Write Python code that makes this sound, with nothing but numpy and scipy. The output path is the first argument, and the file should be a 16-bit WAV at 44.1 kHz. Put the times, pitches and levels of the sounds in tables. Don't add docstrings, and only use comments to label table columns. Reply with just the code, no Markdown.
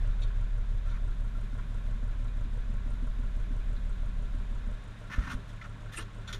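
import sys
import numpy as np
from scipy import signal
from scipy.fft import rfft, irfft
from scipy.io import wavfile
from scipy.ndimage import uniform_filter1d

SR = 44100
rng = np.random.default_rng(int(sys.argv[2]) if len(sys.argv) > 2 else 0)


def output_pcm(signal):
    pcm = np.clip(np.atleast_2d(signal).T, -1, 1) * 32767
    wavfile.write(sys.argv[1], SR, np.round(pcm).astype(np.int16))


N = 281799


def undb(db):
    return 10 ** (np.asarray(db) / 20)


def unit(x):
    return x / np.sqrt(np.mean(x ** 2))


def curve(table):
    return np.interp(np.arange(N) / SR, *np.transpose(table))


def ring(x, hz, width_hz):
    return signal.lfilter(*signal.iirpeak(hz, hz / width_hz, SR), x)


def noise_band(hz, width_hz):
    return unit(ring(rng.standard_normal(N), hz, width_hz))


def coloured(spectrum, white):
    hz, db = np.transpose(spectrum)
    bin_hz = np.arange(N // 2 + 1) * SR / N
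    gain = undb(np.interp(np.log(bin_hz + 1), np.log(hz), db))
    return unit(irfft(rfft(white) * gain, N))


def wander(rate_hz):
    hold = int(SR / rate_hz)
    steps = np.repeat(rng.standard_normal(N // hold + 1), hold)
    return unit(uniform_filter1d(uniform_filter1d(steps, hold), hold)[:N])


# (time [s], cycle rate [Hz])
IDLE_SPEED = [(0, 5.858), (.6, 6.004), (2, 6.003), (2.5, 6.063), (3.3, 6.047), (4, 6.091), (4.6, 6.115),
              (5.5, 6.109), (6.39, 6.149)]
def engine_cycles():
    return np.cumsum(curve(IDLE_SPEED)) / SR


def beats(place, scatter_db, jitter):
    hz = curve(IDLE_SPEED)
    cycles = np.cumsum(np.r_[np.full(SR, hz[0]), hz]) / SR - hz[0]
    whole = np.arange(np.ceil(cycles[0]), cycles[-1])
    timing, strength = rng.standard_normal((len(whole), 2)).T
    at = np.searchsorted(cycles, whole + place + jitter * timing)
    out = np.zeros(len(cycles) + 1)
    out[at] = undb(scatter_db * strength)
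    return out[:-1]


# (frequency [Hz], relative level [dB])
HISS_EQ = [(180, -3), (300, 1.5), (348, -7), (587, 0), (827, -6.5), (1070, -2.5), (1200, -4), (1510, -1),
           (1940, -6.5), (2910, -11), (3660, -10), (4530, -20), (9000, -28), (11900, -35.5), (15000, -76)]
# (time [s], level [dB])
HISS_LEVEL = [(0, -53.5), (.55, -57.5), (1.5, -57), (6.39, -55.5)]
def hiss(repeat_share=.25):
    cycles, loop_size = engine_cycles(), SR // 6
    clatter = rng.standard_normal(loop_size)[(cycles % 1 * loop_size).astype(int)]
    white = np.sqrt(repeat_share) * clatter + np.sqrt(1 - repeat_share) * rng.standard_normal(N)
    pulse_db = .29 * np.cos(2 * np.pi * 6 * cycles)
    return coloured(HISS_EQ, white) * undb(curve(HISS_LEVEL) + pulse_db + .33 * wander(13))


# (frequency [Hz], width [Hz], level [dB])
SHEET_MODES = [(400.2, 7.7, -71), (572, 35, -76.5), (679, 20, -77), (970, 22, -86), (1102, 14, -74),
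               (1520, 98, -78), (2116, 32, -88.5), (2860, 28, -86), (5970, 170, -86), (6900, 280, -81)]
def sheet_hum():
    return sum(undb(db) * noise_band(hz, width) for hz, width, db in SHEET_MODES)


# (time [s], pitch [Hz], decay to -60 dB [s], level [dB])
BUMP_HITS = [(5.182, 47.2, 0.11, -7), (5.348, 39.8, 0.054, -12), (5.102, 184, 0.08, -29.5),
             (5.179, 250, 0.061, -26), (5.27, 257, 0.15, -34.5), (5.329, 256, 0.18, -31.5),
             (5.98, 327, 0.13, -34.5), (5.987, 435, 0.085, -37), (6.336, 389, 0.1, -39)]
def bumps(rise_s=.0051):
    out = 0
    for s, hz, t60, db in BUMP_HITS:
        age = np.maximum(np.arange(N) / SR - s, 0)
        envelope = (1 - np.exp(-age / rise_s)) * undb(db - 60 * (age / t60) ** .77)
        out += np.sin(2 * np.pi * hz * age) * envelope
    return out


# (time [s], pitch [Hz], decay to -60 dB [s], level [dB])
CREAK_NOTES = [(1.35, 1362, 0.12, -46), (1.595, 1345, .04, -45), (1.596, 1030, .04, -43),
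               (1.757, 1360, 0.042, -50), (6.276, 1400, 0.05, -42), (6.289, 1464, .12, -44),
               (5.100, 1390, 0.057, -40.5), (5.614, 2030, 0.036, -36), (5.615, 2400, 0.048, -44),
               (5.622, 1334, 0.066, -40), (5.643, 1390, .1, -47)]
def creaks(rise_s=.0015):
    out = 0
    for s, hz, t60, db in CREAK_NOTES:
        age = np.maximum(np.arange(N) / SR - s, 0)
        envelope = (1 - np.exp(-age / rise_s)) * undb(db - 60 * age / t60)
        out += np.sin(2 * np.pi * hz * age) * envelope
    return out


def stroke(s, length, swell_share, t60):
    span = slice(int(s * SR), min(N, int((s + length + t60) * SR)))
    age = np.arange(span.stop - span.start) / SR
    swell = np.minimum(age / (swell_share * length), 1)
    return span, swell * undb(-60 * np.maximum(age - length, 0) / t60)


def rattle(modes, events, swell_share, strike_db, bright_above_hz=5000):
    chatter = rng.standard_normal(N) * undb(3.5 * wander(400))
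    low_drive, bright_drive, out = np.zeros((3, N))
    for s, length, db, bright_db in events:
        span, envelope = stroke(s, length, swell_share, t60=.062)
        blow = chatter[span] * envelope
        blow[0] = undb(strike_db)
        low_drive[span] += undb(db) * blow
        bright_drive[span] += undb(db + bright_db) * blow
    for hz, width, db in modes:
        drive = bright_drive if hz > bright_above_hz else low_drive
        makeup = np.sqrt(SR / (np.pi * width))
        out += undb(db) * makeup * ring(ring(drive, hz, width), hz, 6 * width)
    return out


# (frequency [Hz], width [Hz], gain [dB])
CLINK_MODES = [(2360, 69, -11.5), (2570, 67, -10.5), (3110, 58, -11.5), (3510, 90, -1.5), (3710, 70, -3),
               (3970, 54, -11), (4294, 62, -10.5), (5810, 160, -11.5), (6750, 150, -12), (7080, 98, -11),
               (9450, 340, -18), (10700, 400, -19), (12800, 990, -24)]
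# (time [s], length [s], level [dB], treble gain [dB])
CLINK_HITS = [(0.218, 0.018, -49.5, -5), (0.898, 0.024, -62, -3), (1.114, .012, -68, -3),
              (6.275, 0.019, -52, -3), (6.327, 0.005, -44, 3)]
def clinks():
    return rattle(CLINK_MODES, CLINK_HITS, swell_share=.081, strike_db=21)


# (frequency [Hz], width [Hz], gain [dB])
JINGLE_MODES = [(7400, 400, -5), (8180, 70, -4), (8700, 100, -1), (8900, 45, -3), (9090, 35, -3),
                (9650, 300, -8), (10200, 70, -8), (10700, 46, -8), (10820, 46, -6), (11100, 62, -10),
                (11800, 80, -21)]
# (time [s], length [s], level [dB], treble gain [dB])
JINGLE_HITS = [(5.303, 0.032, -67.5, 0), (5.925, 0.026, -65, 0), (5.958, 0.03, -49, 0)]
def jingle():
    return rattle(JINGLE_MODES, JINGLE_HITS, swell_share=.39, strike_db=7)


# (frequency [Hz], width [Hz], gain [dB])
TRIM_MODES = [(1152, 190, -9.5), (1404, 316, 0), (1782, 105, -4), (1990, 295, -4), (2360, 250, -7),
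              (2684, 154, -5.5), (3340, 320, -7), (3545, 310, -3.5), (3870, 830, -4.5), (4670, 270, -12),
              (5160, 260, -9.5), (5720, 280, -7), (6780, 170, -12), (7600, 760, -16), (8500, 380, -16),
              (10300, 720, -16), (12200, 990, -11.5), (14400, 550, -13)]
# (time [s], length [s], dull centre [Hz], dull level [dB], bright level [dB], airy level [dB])
SCRAPE_STROKES = [(0.84, 0.13, 1400, -55, -69.5, -72), (1.582, 0.016, 1300, -52.5, -68, -72),
                  (5.098, .008, 1500, -47.5, -63, -64), (5.107, 0.044, 1700, -41.5, -56.5, -57),
                  (5.159, 0.029, 1530, -50, -65, -73), (5.184, 0.09, 1570, -47, -62.5, -76),
                  (5.269, 0.021, 1190, -41.5, -63, -66), (5.28, 0.039, 2840, -44, -72, -72),
                  (5.294, 0.041, 1330, -42.5, -54, -54), (5.488, 0.019, 1500, -60, -64.5, -66),
                  (5.611, 0.012, 1780, -49, -60, -69), (5.633, 0.027, 1400, -52, -69, -76),
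                  (5.919, 0.0073, 2000, -57, -60, -53), (5.923, 0.034, 1940, -47, -57.5, -56),
                  (5.968, 0.025, 2800, -39, -55.5, -55.5), (5.975, 0.022, 1640, -40, -60, -60),
                  (5.995, 0.029, 1390, -61, -57.5, -62), (6.273, 0.014, 1500, -48, -55, -65),
                  (6.285, 0.033, 1520, -51.5, -60, -60), (6.326, 0.0085, 1510, -46.5, -45, -51),
                  (6.344, .01, 1810, -51, -57, -55)]
def scrapes(dull_top_hz=3100, bright_top_hz=8000):
    grit = rng.standard_normal(N) * undb(1.5 * wander(250))
    modes = np.array([undb(db) * unit(ring(ring(grit, hz, width), hz, 2.5 * width))
                      for hz, width, db in TRIM_MODES])
    hz, out = np.transpose(TRIM_MODES)[0], np.zeros(N)
    for s, length, dull_hz, dull_db, bright_db, airy_db in SCRAPE_STROKES:
        bell_db = dull_db - 34 * np.log2(hz / dull_hz) ** 2
        mode_db = np.select([hz < dull_top_hz, hz < bright_top_hz], [bell_db, bright_db], airy_db)
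        span, envelope = stroke(s, length, swell_share=.37, t60=.095)
        out[span] += undb(mode_db) @ modes[:, span] * envelope
    return out


# (frequency [Hz], relative level [dB])
RUMBLE_EQ = [(6, -17), (18, -10), (30, -12), (42, -13), (68, -11), (82, -9), (96, -24), (125, -17),
             (160, -17), (190, -17), (245, -20), (290, -30), (600, -60)]
# (time [s], level [dB])
RUMBLE_LEVEL = [(0, -50), (.8, -48.5), (1.3, -46), (2, -47.5), (4.74, -47.5), (4.82, -52), (5.1, -49),
                (5.25, -40), (5.45, -51), (6.39, -51)]
def hand_rumble():
    return coloured(RUMBLE_EQ, rng.standard_normal(N)) * undb(curve(RUMBLE_LEVEL) + .83 * wander(6.8))


# (time [s], peak level [dB], pitch [Hz])
PANEL_KNOCKS = [(1.527, -43.5, 252), (1.691, -46.5, 230), (1.951, -44, 226), (2.026, -41, 237),
                (2.194, -43, 245), (2.271, -48, 230), (2.364, -44.5, 232), (2.452, -41.5, 238),
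                (2.53, -42, 225), (2.694, -39, 225), (2.858, -43.5, 250), (2.933, -50, 252),
                (3.025, -37.5, 242), (3.19, -38, 236), (3.364, -45, 233), (3.506, -40, 247),
                (3.694, -43.5, 243), (4.015, -46, 235), (4.19, -45.5, 234), (4.344, -42, 240),
                (4.509, -44.5, 220), (4.67, -40, 220)]
def loose_panel(rise_s=.0015, t60=.11):
    knocks = np.zeros(N)
    age = np.arange(SR // 4) / SR
    for s, db, hz in PANEL_KNOCKS:
        swing = np.sin(2 * np.pi * hz * age) * (1 - np.exp(-age / rise_s)) * undb(-60 * age / t60)
        start = int(s * SR)
        knocks[start:start + len(age)] += undb(db) * swing / swing.max()
    mean_swing = uniform_filter1d(np.abs(knocks), size=SR // 3)
    return knocks + undb(-1) * mean_swing * noise_band(238, width_hz=36)


# (frequency [Hz], ring time [s], rms level [dB])
TAPPET_MODES = [(5950, .035, -91), (6800, .035, -90), (7100, .035, -90), (8000, .035, -91),
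                (8250, .035, -92), (8700, .035, -92), (9050, .04, -89), (10000, .03, -98)]
def tappet_ping():
    out = 0
    for hz, ring_s, db in TAPPET_MODES:
        blows = beats(place=.42, scatter_db=3.2, jitter=.003)
        out += undb(db) * unit(ring(ring(blows, hz, 1.5 / ring_s), hz, 400)[-N:])
    return out


# (place in the cycle [0-1], centre [Hz], width [Hz], decay to -60 dB [s], level [dB])
TICK_BURSTS = [(0.2, 8100, 2500, 0.071, -70.5), (.63, 3780, 540, 0.17, -67), (0.6, 2300, 8500, 0.13, -70.5),
               (0.94, 3550, 320, 0.4, -71.5), (.1, 2100, 6800, 0.23, -69.5)]
def valve_ticks():
    out = 0
    for place, hz, width, t60, db in TICK_BURSTS:
        triggers = beats(place, scatter_db=2, jitter=.0072)
        envelope = signal.lfilter([1], [1, -undb(-60 / (t60 * SR))], triggers)[-N:]
        out += undb(db) * envelope * unit(ring(noise_band(hz, width), hz, 2 * width))
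    return out


# (place in the cycle [0-1], strongest pitch [Hz], accent [dB])
VALVE_TAPS = [(.09, 610, 0.5), (.11, 1480, -2), (.252, 590, 6), (.26, 1030, -3), (.41, 500, 4.5),
              (.42, 990, -1), (.43, 1360, 5.5), (.525, 1350, 2.5), (.51, 970, -6), (.55, 385, -3.5),
              (.65, 1740, 4), (.68, 2300, 1), (.785, 1560, 3.5), (.81, 1110, 0), (0.892, 556, -5)]
# (frequency [Hz], ring time [s], rms level [dB])
BLOCK_MODES = [(393.4, 0.18, -70), (486, 0.042, -70), (594.3, 0.18, -67.5), (675, 0.17, -75),
               (977, 0.034, -70.5), (1082, 0.14, -72.5), (1368, 0.12, -69), (1441, 0.018, -73),
               (1540, 0.13, -72.5), (1696, 0.11, -73), (2090, 0.06, -84), (2303, .14, -81),
               (2464, 0.26, -79.5)]
def valve_taps(octave_fall_db=100):
    taps = [beats(place, scatter_db=2.1, jitter=.004) for place, _, _ in VALVE_TAPS]
    out = 0
    for hz, ring_s, db in BLOCK_MODES:
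        blows = 0
        for tap, (_, tap_hz, tap_db) in zip(taps, VALVE_TAPS):
            strength = undb(tap_db - octave_fall_db * np.log2(hz / tap_hz) ** 2)
            blows += strength * rng.choice([-1, 1]) * tap
        ringing = ring(blows, hz, 2.37 / ring_s)
        out += undb(db) * unit(ring(ringing, hz, 140)[-N:])
    return out


def firings(pattern, modes, scatter_db, jitter):
    push = sum(undb(db) * beats(place, scatter_db, jitter) for place, db in pattern)
    return unit(sum(sign * undb(db) * ring(push, hz, width) for hz, width, db, sign in modes)[-N:])


def drone(orders):
    cycles = engine_cycles()
    return sum(undb(db + 2 * wander(3)) * np.sin(2 * np.pi * (order * cycles + rng.random()))
               for order, db in orders)


# (place in the cycle [0-1], accent [dB])
EXHAUST_PUFFS = [(.046, -1.4), (.217, -3.3), (.384, 0), (.56, -13.3), (.727, -10.2), (.88, -11.4)]
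# (frequency [Hz], width [Hz], gain [dB], polarity [+/-1])
BOOM_MODES = [(30.3, 6, 3.5, -1), (75.7, 6, -13, -1), (108.6, 4.5, -2, 1)]
# (time [s], level [dB])
BOOM_LEVEL = [(0, -33.5), (.8, -42), (2, -40.5), (4, -45), (6.39, -40)]
# (multiple of the cycle rate, level [dB])
PIPE_TONES = [(24, -59), (30, -59), (32, -62)]
def exhaust():
    booms = firings(EXHAUST_PUFFS, BOOM_MODES, scatter_db=.25, jitter=.0005)
    muffled = signal.sosfilt(signal.butter(3, 280, fs=SR, output="sos"), booms)
    return undb(curve(BOOM_LEVEL)) * muffled + drone(PIPE_TONES)


# (place in the cycle [0-1], accent [dB])
FIRING_JOLTS = [(.104, -5.3), (.266, -4.1), (.464, -.8), (.591, 0), (.772, -6.3), (.941, -1.7)]
# (frequency [Hz], width [Hz], gain [dB], polarity [+/-1])
BODY_MODES = [(27.6, 6.8, 0, 1), (31.1, 6, -.5, -1), (82.6, 6, -27.6, -1)]
# (multiple of the cycle rate, relative level [dB])
SHAKE_TONES = [(8, -21), (9, -21), (11, -22), (13, -29), (14, -30), (19, -31), (22, -36)]
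# (time [s], level [dB])
GRIP_LEVEL = [(0, -28), (.4, -27.5), (1.2, -29), (1.6, -33), (1.85, -30), (3.5, -28.5), (4.4, -29),
              (4.74, -31)]
def engine_shake(let_go_s=4.74, fade_db_per_s=120, drop_db=17):
    jolts = firings(FIRING_JOLTS, BODY_MODES, scatter_db=.15, jitter=.0004)
    glove = signal.butter(1, 120, fs=SR)
    softened = signal.lfilter(*glove, signal.lfilter(*glove, jolts))
    shiver = undb(-24) * noise_band(83, width_hz=7)
    let_go_db = np.clip(fade_db_per_s * (np.arange(N) / SR - let_go_s), 0, drop_db)
    return (softened + drone(SHAKE_TONES) + shiver) * undb(curve(GRIP_LEVEL) - let_go_db)


def scene():
    engine = engine_shake() + exhaust() + valve_taps() + valve_ticks() + tappet_ping()
    bed = hiss() + sheet_hum() + hand_rumble() + loose_panel()
    driver = bumps() + creaks() + clinks() + jingle() + scrapes()
    return (engine + bed + driver)[None]


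def record(dry, droop_hz=11730, cutoff_hz=15100):
    dull = signal.sosfilt(signal.butter(4, droop_hz, fs=SR, output="sos"), dry)
    return signal.sosfilt(signal.ellip(8, .2, 70, cutoff_hz, fs=SR, output="sos"), dull)


dry = scene()
out = record(dry)
output_pcm(out)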